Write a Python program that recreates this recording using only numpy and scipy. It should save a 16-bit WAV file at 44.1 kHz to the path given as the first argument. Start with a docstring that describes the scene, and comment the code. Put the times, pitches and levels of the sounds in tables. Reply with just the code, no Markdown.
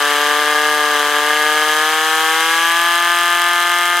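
"""An open field, the stereo microphone close to a four-cylinder pump engine running flat out through a
barely silenced exhaust. Each firing rings the pipe, with a metallic crack, a rasp of gas inside and a
hiss at the mouth. About two seconds in, as the hoses fill, the revs climb and the firing steadies.
Behind the engine the air carries only a faint low rumble."""
import sys
import numpy as np
from scipy import signal
from scipy.fft import rfft, irfft, next_fast_len
from scipy.io import wavfile

SR = 44100
rng = np.random.default_rng(int(sys.argv[2]) if len(sys.argv) > 2 else 0)


def put_to_file(sound):
    """Save the sound as 16-bit audio at rate SR, in the file named by the first command-line argument."""
    columns = np.atleast_2d(sound).T  # one column per channel
    safe = np.clip(columns, -1, 1)
    whole_steps = np.round(safe * 32767)
    wavfile.write(sys.argv[1], SR, whole_steps.astype(np.int16))


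N = 176400
FFT_SIZE = next_fast_len(N + 8192, real=True)
FFT_HZ = np.arange(FFT_SIZE // 2 + 1) * SR / FFT_SIZE


def undb(db):
    """Decibels to gain."""
    return 10 ** (np.asarray(db) / 20)


def level(x, db):
    """Set the rms level."""
    return x * undb(db) / np.sqrt(np.mean(x ** 2))


def curve(table, column):
    """One column of a time table at every sample."""
    rows = np.array(table)
    return np.interp(np.arange(N) / SR, rows[:, 0], rows[:, column])


def colour(x, points, resonances=()):
    """Causal filter through (freq_hz, gain_db) points, with peaks and dips on top."""
    hz, rows = np.maximum(FFT_HZ, 1), np.array(points)
    db = np.interp(np.log(hz), np.log(rows[:, 0]), rows[:, 1])
    for centre, width, gain in resonances:
        db = db + gain / (1 + ((hz - centre) / width) ** 2) ** 1.5
    cepstrum = irfft(np.log(undb(db)), FFT_SIZE)
    cepstrum[1:FFT_SIZE // 2] *= 2  # fold to minimum phase
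    cepstrum[FFT_SIZE // 2 + 1:] = 0
    return irfft(rfft(x, FFT_SIZE) * np.exp(rfft(cepstrum)), FFT_SIZE)[..., :N]


def pulses(times, sizes):
    """Clicks placed between samples by a windowed sinc."""
    at = times[:, None] * SR
    index = np.floor(at).astype(int) + np.arange(-7, 9)
    taps = sizes[:, None] * np.sinc(index - at) * np.sinc((index - at) / 8)
    inside = (index >= 0) & (index < N)
    return np.bincount(index[inside], taps[inside], N)


def fade(decay_ms):
    """An exponential decay, cut off at 20 ms."""
    ms = np.arange(SR // 50) * 1000 / SR
    return np.exp(-ms / decay_ms)


def stereo_noise(width, size=N):
    """White noise; width is the gain of side against mid."""
    mid, side = rng.standard_normal((2, size))
    return mid + width * side * np.array([[1], [-1]])


# Engine speed, climbing as the hoses fill: time_s, firing_hz
ENGINE_SPEED = [(0.0, 145.6), (0.25, 147.4), (0.45, 149.0), (0.65, 150.0), (0.85, 149.1), (1.02, 147.1),
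                (1.17, 147.8), (1.35, 150.4), (1.5, 151.8), (1.72, 152.9), (1.92, 156.6), (2.1, 158.0),
                (2.3, 159.6), (2.55, 165.2), (2.8, 170.4), (3.02, 172.4), (3.5, 173.6), (4.0, 175.1)]
# Level rides and uneven running: time_s, drone_db, rasp_db, hiss_db, crack_db, buzz_db, roughness
ENGINE_RUN = [(0, -1, 5, 4.5, 0.5, 1.5, 1.1), (.7, 0.35, 1.5, 3.5, -4.5, 5, 0.53),
              (1.1, -1.1, 3, 3.5, -2.5, 2, 1.23), (1.5, 0, 2, 4.5, -5, 1.5, 0.77),
              (2, -1.5, 2.5, 5, -2, -3, 0.2), (2.5, -0.1, 1.5, 5.5, -1.5, -8, 0.1),
              (3.1, 0, 0, 1, 0, -6.5, 0), (4, -0.3, -0.5, 1.5, -2, -2.5, 0)]
# Cylinders in firing order: blow_db, late_ms, crack_low_revs_db, crack_high_revs_db
CYLINDER_TRAITS = [(0.25, 0.016, -10.5, -1), (1.1, -0.018, -17, -7.5), (0.3, -0.02, -7.5, -4),
                   (-0.5, -0.0077, -4.5, -8)]

def firings(low_revs_hz=148, high_revs_hz=173, jitter_ms=.03):
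    """Four cylinders fire in turn; rough running scatters the timing and force of their blows."""
    firing_hz = curve(ENGINE_SPEED, 1)
    fired = np.cumsum(firing_hz) / SR
    count = np.arange(int(fired[-1]))
    at = np.interp(count + .5, fired, np.arange(N))
    cylinder = count % len(CYLINDER_TRAITS)
    blow_db, late_ms, low_db, high_db = np.array(CYLINDER_TRAITS)[cylinder].T
    time_scatter, blow_scatter, crack_scatter = rng.standard_normal((1000, 3))[count].T
    roughness = curve(ENGINE_RUN, 6)[at.astype(int)]
    revs = np.interp(firing_hz[at.astype(int)], [low_revs_hz, high_revs_hz], [0, 1])
    times = at / SR + (late_ms + jitter_ms * roughness * time_scatter) / 1000
    blow = undb(blow_db + roughness * blow_scatter)
    # the cracks swell and ebb over about 12 firings
    flutter = np.interp(count / 12, count, rng.standard_normal(len(count)))
    crack = undb(low_db + revs * (high_db - low_db) + 1.5 * crack_scatter + .8 * flutter)
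    return times, cylinder, blow, crack


def open_end_reflections(x, round_trip_ms=.9, share=.5):
    """Inverted reflections from the open end spread each blow in time without colouring it."""
    lag = np.exp(-2j * np.pi * FFT_HZ * round_trip_ms / 1000)
    allpass = (lag - share) / (1 - share * lag)
    return irfft(rfft(x, FFT_SIZE) * allpass, FFT_SIZE)[:N]


# An exhaust blow from close by: freq_hz, gain_db
BLOW_SPECTRUM = [(60, -65), (150, -37.5), (200, -35.5), (290, -12.5), (360, -14), (440, -4.5), (900, -6.5),
                 (1700, -6.5), (2400, -12), (3200, -6.5), (4200, -32), (8000, -66), (16000, -71)]
# Resonances and cancellations of the pipe: freq_hz, width_hz, gain_db
PIPE_RESONANCES = [(515, 17.7, -25.5), (649.5, 28, -17.5), (790, 23, 4.5), (1057.6, 9.3, -16),
                   (1205, 124, 8), (1351, 28, -9.5), (1496, 20, -3.5), (1685, 122, 10), (1874, 112, -8),
                   (2100, 37, 7)]
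# The hard edge of the blow: freq_hz, gain_db
BUZZ_SPECTRUM = [(300, -50), (1500, -22), (1950, 0), (2600, 1), (3100, -4), (3600, -8), (4200, -8),
                 (5000, -10), (6500, -21), (16000, -35)]
# Treble ringing of the tailpipe: freq_hz, width_hz, gain_db
TAILPIPE_RESONANCES = [(2500, 70, -4), (3250, 160, 4), (3660, 50, -7), (3950, 150, 3), (4480, 130, -4),
                       (5030, 130, 6), (5500, 250, -4), (6080, 220, 4), (7600, 180, 3), (9000, 350, 5),
                       (11500, 400, 2)]

def exhaust(times, blow, delay_ms=.1):
    """The blows ring the pipe as a pitched drone; their steep edges add a buzz."""
    train = open_end_reflections(pulses(times + delay_ms / 1000, blow))
    drone = level(colour(train, BLOW_SPECTRUM, PIPE_RESONANCES), -15)
    buzz = level(colour(train, BUZZ_SPECTRUM, TAILPIPE_RESONANCES), -30)
    return drone * undb(curve(ENGINE_RUN, 1)) + buzz * undb(curve(ENGINE_RUN, 5))


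# The metallic crack of a firing, close up: freq_hz, gain_db
CRACK_SPECTRUM = [(150, -45), (450, -20), (1100, -8), (2200, -4), (3200, 1), (4200, -3), (6200, -6),
                  (9500, -7), (13000, -9), (16000, -15)]

def cracks(times, cylinder, strength):
    """Each cylinder repeats its own metallic crack, with a short tail, through the tailpipe."""
    envelope = fade(decay_ms=1.1) + .4 * fade(decay_ms=4)
    bursts = 0
    for k in range(len(CYLINDER_TRAITS)):
        burst = envelope * stereo_noise(width=.38, size=len(envelope))
        train = pulses(times[cylinder == k], strength[cylinder == k])
        bursts = bursts + signal.fftconvolve(train[None], burst)[:, :N]
    ringing = colour(bursts, CRACK_SPECTRUM, TAILPIPE_RESONANCES)
    return level(ringing, -27.5) * undb(curve(ENGINE_RUN, 4))


def gas_flow(times, strength, decay_ms):
    """A puff at each firing over a steady stream."""
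    return 1 + signal.fftconvolve(pulses(times, strength), fade(decay_ms))[:N]


# Turbulent gas down inside the pipe: freq_hz, gain_db
RASP_SPECTRUM = [(100, -50), (250, -35), (400, -22), (700, -13), (1150, -3), (1350, -6), (1650, 1.5),
                 (1950, -3.5), (2600, -9), (3200, -5), (4400, -16), (8000, -38.5), (16000, -96)]

def rasp(times, blow):
    """Turbulence in the pipe pulses with the blows, loudest early on while the revs are low."""
    turbulence = stereo_noise(width=.12) * gas_flow(times, blow, decay_ms=9)
    return level(colour(turbulence, RASP_SPECTRUM), -24) * undb(curve(ENGINE_RUN, 2))


# Gas leaving the mouth of the pipe: freq_hz, gain_db
HISS_SPECTRUM = [(300, -48), (2000, -6), (3200, 2), (4500, -2.5), (6100, -1), (8400, -4), (10300, -3.5),
                 (13000, -7.5), (14200, -5), (16000, -20)]
# Its width at the microphone, most diffuse in the low treble: freq_hz, side_over_mid_db
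HISS_SIDE = [(2000, -7.5), (3600, 0), (5400, -2), (7000, -8), (9500, -11), (11000, -30), (13500, -17),
             (16000, -20)]

def hiss(times, crack):
    """Gas hisses out of the mouth in time with the cracks."""
    mid, side = rng.standard_normal((2, N))
    noise = mid + colour(side, HISS_SIDE) * np.array([[1], [-1]])
    jet = noise * gas_flow(times, crack, decay_ms=1.9)
    ringing = colour(jet, HISS_SPECTRUM, TAILPIPE_RESONANCES)
    return level(ringing, -29.5) * undb(curve(ENGINE_RUN, 3))


# The open field behind the engine: freq_hz, gain_db
AIR_SPECTRUM = [(20, -3), (60, 1), (150, -5), (400, -25), (2000, -35)]

def field_air():
    """A faint, steady low rumble of open air."""
    return level(colour(stereo_noise(width=.55), AIR_SPECTRUM), -68.5)


# The engine across the microphone's two channels: freq_hz, left_minus_right_db
MIC_BALANCE = [(150, .5), (400, 2), (700, 3), (1400, 4), (2100, 0.5), (2650, 3), (3100, -.5), (3900, -0.5),
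               (4400, 2), (6100, 5.5), (7700, 3.5), (8800, 1), (11500, 1.5), (12600, -8), (15000, 5.5)]

def at_microphone(engine):
    """The engine stands a little to the left, so most frequencies are louder on that side."""
    left = colour(engine[0], [(hz, db / 2) for hz, db in MIC_BALANCE])
    right = colour(engine[1], [(hz, -db / 2) for hz, db in MIC_BALANCE])
    return np.array([left, right])


def scene():
    """The engine close by in the open, with no walls to echo it."""
    times, cylinder, blow, crack = firings()
    engine = exhaust(times, blow) + cracks(times, cylinder, crack) + rasp(times, blow) + hiss(times, crack)
    return at_microphone(engine) + field_air()


def record(dry, top_hz=15900):
    """The recorder cuts the top treble steeply."""
    return signal.sosfilt(signal.ellip(10, .2, 80, top_hz, fs=SR, output="sos"), dry)


dry = scene()
out = record(dry)
put_to_file(out)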